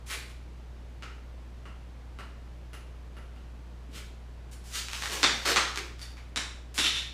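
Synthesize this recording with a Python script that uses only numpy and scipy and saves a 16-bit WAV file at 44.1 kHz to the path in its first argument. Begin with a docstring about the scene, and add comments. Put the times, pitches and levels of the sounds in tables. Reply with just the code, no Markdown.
"""First comes a short rasp of masking tape being picked at, over a steady mains hum.
The tape is being worked on a fishing rod blank: it ticks while taut, then is peeled and torn.
Its glue lets go in swarms of tiny clicks, hands knock, the paper cracks and the thin rod snaps and rings.
The microphone stands well away in a small bare room, so the room carries most of the sound."""
import sys
import numpy as np
from scipy import signal
from scipy.fft import rfft, irfft, next_fast_len
from scipy.io import wavfile
from scipy.ndimage import uniform_filter1d

SR = 44100
rng = np.random.default_rng(int(sys.argv[2]) if len(sys.argv) > 2 else 0)


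def to_wav(sig):
    """Store sig (one row per channel, or 1-D mono) as 16-bit WAV at the path in sys.argv[1].

    Samples outside -1..1 are clipped; the rate is SR.
    """
    pcm = np.clip(np.atleast_2d(sig), -1, 1) * 32767
    pcm = np.round(pcm).astype(np.int16)
    wavfile.write(sys.argv[1], SR, pcm.T)  # frames by channels


N = 314433

# The tones of the mains hum. Each row: pitch in Hz, average (rms) level in dB.
HUM = [(60, -44), (120, -57.5), (180, -84)]
# A "colour" says how strong the lows and highs are. Each row: frequency in Hz, relative level in dB.
AIR_COLOUR = [(90, -8.5), (140, 2), (300, -3), (520, -7), (1000, -11.5), (1600, -15), (3000, -19.5),
              (6000, -27), (10000, -34.5), (13000, -39), (15000, -42)]
RUMBLE_COLOUR = [(10, -10), (25, 13), (42, 5.5), (75, 9), (110, 8.5), (140, -18), (190, -34), (400, -78)]
def background(air_db=-55, rumble_db=-58):
    """The mains hum steadily over the soft hiss and low rumble of the room."""
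    t = np.arange(N) / SR
    hum = sum(amp(db) * np.sqrt(2) * np.sin(2 * np.pi * (hz * t + rng.random())) for hz, db in HUM)
    return hum + amp(air_db) * noise(AIR_COLOUR) + amp(rumble_db) * noise(RUMBLE_COLOUR)


# Finger strokes. Each row: start in seconds, end in seconds, final level in dB.
BRUSHES = [(0.062, 0.094, -44.5), (4.512, 4.538, -47), (4.639, 4.743, -47), (5.744, 5.748, -47),
           (5.986, 6.016, -52.5), (6.743, 6.815, -34.5)]
# The colour of their hiss. Each row: frequency in Hz, relative level in dB.
BRUSH_COLOUR = [(300, 3), (1500, 10.5), (4000, 11.5), (7000, 12), (11000, 7.5), (15000, -4)]
def finger_brushes():
    """Fingers slide over the paper backing, making clicks so dense that they blur into a hiss."""
    out = np.zeros(N)
    for start, end, db in BRUSHES:
        add(out, *swarm([(start, db - 6), (end, db)], BRUSH_COLOUR, per_s=6000, spread_db=3.5))
    return out


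# Each pull's colour, set by the length of free tape. Each row: frequency in Hz, relative level in dB.
FIRST_COLOUR = [(150, -42), (400, -7.5), (600, -16), (850, -14.5), (1200, -7), (1700, -6), (2050, -5),
                (2400, -5), (2900, -8.5), (3600, -7.5), (5000, -11.5), (9500, -15), (15000, -28)]
SHORT_COLOUR = [(250, -12), (450, 1.5), (850, -17), (1300, 1), (1650, -4.5), (2300, -1.5), (3300, -1),
                (5000, -6), (8000, -8.5), (12000, -16.5), (15000, -24)]
LONG_COLOUR = [(180, -32), (300, -12), (444, -17), (490, -7), (691, -16.5), (1310, -1.5), (2070, -4),
               (3120, 0), (6950, -3.5), (15000, -20.5)]
STRETCH_COLOUR = [(120, -36), (200, -10.5), (476, -5.5), (521, -0.5), (570, -6), (1240, -9.5), (2290, -6.5),
                  (6420, -10), (15000, -26)]
TEAR_COLOUR = [(88, -55), (150, -26), (196, -46), (262, -12.5), (371, -8), (425, -7.5), (612, -9),
               (802, -14.5), (1570, -6), (2450, -11.5), (4720, -11), (15000, -32.5)]
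LAST_COLOUR = [(100, -40), (200, -15), (300, -22), (430, -22), (700, -23), (1050, -17), (1900, -10),
               (3000, -3), (3900, -4), (4600, -11), (6200, -15), (8500, -23), (10700, -24.5), (15000, -44)]
# The pitches at which the hollow rod rings. Each row: pitch in Hz, width in Hz, boost in dB.
ROD_RINGS = [(3590, 260, 7), (5540, 440, 5), (7260, 450, 4), (9570, 970, 3)]
# Ways the tape lets go. Each named row: colour, clicks per second, spread of click sizes in dB, rings.
GRAINS = { "rasp": (FIRST_COLOUR, 3000, 3.7, [(2280, 320, 4)]),
          "short peel": (SHORT_COLOUR, 3300, 0.86, ()), "long peel": (LONG_COLOUR, 3100, 3.1, ()),
          "stretch": (STRETCH_COLOUR, 890, 3.5, ()), "tear": (TEAR_COLOUR, 1500, 2.7, ()),
          "off the rod": (LAST_COLOUR, 2200, .5, ROD_RINGS), }
# Pulls on the tape. Each row: time of full force in seconds, rise in seconds, hold in seconds,
# level in dB, way of letting go.
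PULLS = [ (0.107, .05, 0.03, -33.5, "rasp"), (0.296, 0.024, .008, -54.5, "rasp"),
         (3.956, 0.074, 0.025, -42.5, "short peel"), (4.744, 0.052, 0.043, -32, "long peel"),
         (4.915, .06, 0.15, -42, "long peel"), (5.029, .05, 0.216, -39.5, "stretch"),
         (5.123, .04, 0.0075, -30, "stretch"), (5.299, .05, 0.22, -45.5, "stretch"),
         (5.457, .012, 0.047, -24, "tear"), (5.528, 0.028, 0.186, -47, "tear"),
         (6.79, 0.018, 0.016, -27, "off the rod"), (6.838, 0.045, 0.034, -22, "off the rod"),
         (6.954, .15, 0.038, -32.5, "off the rod"), ]
def tape_pulls(slack_db=32.5, release_db_per_s=802):
    """The hand takes up the slack, holds and eases off, while glue threads or fibres let go one by one."""
    out = np.zeros(N)
    for s, rise_s, hold_s, db, grain in PULLS:
        eased = s + hold_s
        end = eased + slack_db / release_db_per_s
        outline = [(s - rise_s, db - slack_db), (s, db), (eased, db), (end, db - slack_db)]
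        add(out, *swarm(outline, *GRAINS[grain]))
    return out


# The pitches at which taut tape rings. Each row: pitch in Hz, width in Hz, boost in dB.
TAPE_RINGS = [(1350, 190, 10), (1950, 300, 4), (2840, 260, 10.5)]
# Things a snap sets ringing. Each named row: rings, bass boost in dB.
BODIES = {"taut tape": (TAPE_RINGS, 1), "slack tape": ([], -11.5), "rod": (ROD_RINGS, -13)}
# The colour all snaps start from. Each row: frequency in Hz, relative level in dB.
SNAP_COLOUR = [(60, -16), (200, -1), (330, -0.5), (480, -1.5), (700, -3), (1150, 0.5), (2200, 2.5),
               (3000, 0), (6000, -2.5), (13000, -5.5), (16000, -5)]
# Ticks and snaps. Each row: start in seconds, energy in dB, what rings, pitch the grip favours in Hz,
# its boost in dB, edge where the treble falls away in Hz, treble tilt in dB per octave.
SNAPS = [ (1.024, -10, "taut tape", 1400, 0.5, 7100, -3.5), (1.655, -16, "taut tape", 1100, 9, 9800, -7.5),
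         (2.188, -11, "taut tape", 1130, 6, 11500, -7), (2.733, -14.5, "taut tape", 10100, 7, 13500, -4.5),
         (3.168, -17, "taut tape", 10800, 15, 13500, -9.5), (3.363, -27.5, "taut tape", 3720, 4, 6000, -5),
         (5.23, 14, "rod", 4280, 7, 7460, -5), (5.56, 12, "slack tape", 1244, 7.5, 7200, -3),
         (6.016, -10.5, "rod", 4570, 17, 9300, -0.5), (6.170, -18.5, "slack tape", 2300, 7, 6900, -5.5),
         (6.360, 3.5, "rod", 3900, 7.5, 8400, -3), (6.779, 7, "rod", 3420, 6.5, 8700, -2), ]
def snaps(ripple_db=2.0, edge_slope=5.3, bass_hz=600, pivot_hz=1500):
    """A sudden release rings the tape or rod; the highs travel out first, so it chirps downwards."""
    out = np.zeros(N)
    hz = bins()
    for s, db, body, grip_hz, grip_db, edge_hz, tilt_db in SNAPS:
        rings, body_bass_db = BODIES[body]
        # a harder release is duller above its edge, has less bass and chirps for longer
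        floor_db = -23 - db
        bass_db = body_bass_db - 0.1 * db
        chirp_s = 0.001552 * amp(0.47 * db)
        grip_width_hz = 170 * (1 + (grip_hz / 4400) ** 2)  # higher rings die sooner, so they are wider
        ringing = lift(rings + [(grip_hz, grip_width_hz, grip_db)], hz)
        # many weaker rings, different with every grip, make the treble uneven
        ripple = evened(np.convolve(rng.standard_normal(len(hz)), signal.windows.hann(40), "same"))
        ringing += ripple_db * ripple * hz / (hz + pivot_hz)
        # the quicker the release, the higher the edge
        rolloff = 1 / np.sqrt(1 + (hz / edge_hz) ** (2 * edge_slope))
        treble = 20 * np.log10(rolloff + amp(floor_db))
        tone = bass_db / (1 + (hz / bass_hz) ** 2) + tilt_db * np.log2(hz + pivot_hz)
        snap = amp(db) * click(read(SNAP_COLOUR, hz) + ringing + treble + tone, bending_delay(chirp_s))
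        add(out, s, room(snap, direct_db=-9, early_db=-6))
    return out


# Dull knocks. Each row: start in seconds, energy in dB, pitch in Hz.
KNOCKS = [(3.889, -18.5, 210), (3.935, -22.5, 194), (5.232, -4.5, 250), (5.491, -5, 377), (5.773, -11, 375),
          (6.366, -14.5, 262), (6.786, -7, 293), (6.85, -18, 333)]
def knocks(decay_s=0.0022):
    """Hands and rod knock: a few soft vibrations that die away quickly."""
    out = np.zeros(N)
    t = np.arange(SR // 10) / SR
    for s, db, hz in KNOCKS:
        wave = t * np.exp(-t / decay_s) * np.sin(2 * np.pi * hz * t)
        add(out, s, room(amp(db) * wave / np.linalg.norm(wave), direct_db=-5))
    return out


# The colour of a paper crack. Each row: frequency in Hz, relative level in dB.
CRACK_COLOUR = [(100, -5), (300, -18), (800, 8), (1400, 12.5), (2700, 9), (4200, 10.5), (7500, 2.5),
                (15000, -14.5)]
# Single sharp cracks. 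Each row: start in seconds, energy in dB, ringing pitch in Hz.
CRACKS = [(4.885, -9, 2600), (4.933, -5, 2620), (5.023, -5, 1820), (5.036, -7, 1040), (5.058, -4.5, 1930),
          (5.099, -11, 7000), (5.216, -17, 2800), (5.453, -9, 4540), (5.491, -2.5, 1500), (5.518, -1, 2500),
          (5.759, -7, 6400), (5.7747, -2, 2300), (5.994, -21, 5030), (6.974, -17, 3170)]
def paper_cracks(width_hz=550, boost_db=8, chirp_s=0.00044):
    """A crease in the paper flips and rings for an instant."""
    out = np.zeros(N)
    for s, db, hz in CRACKS:
        colour = read(CRACK_COLOUR, bins()) + lift([(hz, width_hz, boost_db)], bins())
        crack = amp(db) * click(colour, bending_delay(chirp_s))
        add(out, s, room(crack, direct_db=-1, early_db=-2.5))
    return out


# How long the room echoes. Each row: frequency in Hz, seconds taken to fade by 60 dB.
ROOM_FADE = [(200, 0.45), (530, 0.56), (1400, 0.54), (3700, 0.54), (8000, 0.47), (14000, 0.39)]
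def room(x, direct_db=-7, early_db=-7, early_s=0.02, gap_s=0.000987, build_s=0.0076):
    """The sound arrives directly, then bounces off bench and wall, then blurs into a fading tail."""
    t = np.arange(SR * 3 // 4) / SR
    hz, when, hiss = signal.stft(rng.standard_normal(len(t)), SR, nperseg=256)
    fade = amp(-60 * when / read(ROOM_FADE, hz)[:, None])
    tail = signal.istft(hiss * fade, SR)[1][:len(t)]
    tail *= np.clip(t / build_s, 0, 1)
    echo_times = gap_s + early_s * rng.random(size=20)  # new for each sound, as the hands move
    early = np.zeros(len(t))
    early[(echo_times * SR).astype(int)] = rng.choice([-1, 1], size=20)
    response = tail / np.linalg.norm(tail) + amp(early_db) * early / np.linalg.norm(early)
    response[0] += amp(direct_db)
    # the room keeps its narrow peaks and dips but favours no broad range of pitch
    spectrum = rfft(response, 2 * len(t))
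    broad = np.sqrt(uniform_filter1d(abs(spectrum) ** 2, size=500))
    return signal.fftconvolve(x, irfft(spectrum / broad)[:len(t)])


def swarm(outline, colour, per_s, spread_db, rings=()):
    """Uneven clicks in the room follow an outline of (seconds, dB) points; returns start and sound."""
    s, level_db = np.transpose(outline)
    fires = rng.random(SR) < per_s / SR
    size = amp(spread_db * np.minimum(rng.exponential(1, SR), 4))
    sign = rng.choice([-1, 1], SR)
    spikes = evened(fires * sign * size)
    t = np.arange(s[0], s[-1], 1 / SR)
    stroke = spikes[:len(t)] * amp(np.interp(t, s, level_db))
    grain = click(read(colour, bins()) + lift(rings, bins()))
    return s[0], room(signal.fftconvolve(stroke, grain), direct_db=-2.5)


def click(colour_db, delay_s=0):
    """A click of this colour with an energy of one; each frequency may arrive with its own delay."""
    log_gain = np.log(amp(np.maximum(colour_db - np.max(colour_db), -90)))
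    mirrored = np.concatenate([log_gain, log_gain[-2:0:-1]])
    phase = -signal.hilbert(mirrored).imag[:len(colour_db)]  # packs the energy at the start
    phase -= 2 * np.pi * np.cumsum(delay_s * np.gradient(bins()))
    wave = irfft(np.exp(log_gain + 1j * phase))
    return wave / np.linalg.norm(wave)


def bending_delay(chirp_s):
    """How many seconds each frequency lags: bending waves travel faster the higher they are."""
    delay = chirp_s * np.sqrt(1000 / (bins() + 100))
    return delay - delay[-1]


def noise(colour):
    """Steady noise of a given colour."""
    size = next_fast_len(N, True)
    spectrum = rfft(rng.standard_normal(size)) * amp(read(colour, bins(size)))
    return evened(irfft(spectrum)[:N])


def lift(rings, hz):
    """The boost in dB that a set of rings gives each frequency."""
    return sum(db / (1 + (2 * (hz - pitch) / width) ** 2) for pitch, width, db in rings)


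def amp(db):
    """Turns decibels into a multiplier."""
    return 10 ** (np.asarray(db) / 20)


def evened(x):
    """Scales a signal to an average (rms) level of one."""
    return x / np.sqrt(np.mean(x ** 2) + 1e-20)


def read(points, hz):
    """Reads between the rows of a table, with octaves evenly spaced."""
    row_hz, value = np.transpose(points)
    return np.interp(np.log(hz + 1), np.log(row_hz + 1), value)


def bins(size=4096):
    """The frequencies in Hz at which a sound is shaped."""
    return np.fft.rfftfreq(size, 1 / SR)


def add(mix, s, sound):
    """Lays a sound into the mix, starting at s seconds."""
    part = mix[max(round(s * SR), 0):][:len(sound)]
    part += sound[:len(part)]


def scene():
    """Tape and rod in the humming room, as one channel."""
    return (tape_pulls() + finger_brushes() + snaps() + paper_cracks() + knocks() + background())[None]


def record(dry):
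    """The recorder cuts off the treble above 15500 Hz."""
    lowpass = signal.firwin(511, 15500, window=("kaiser", 9), fs=SR)
    return signal.oaconvolve(dry, lowpass[None], "same")


dry = scene()
out = record(dry)
to_wav(out)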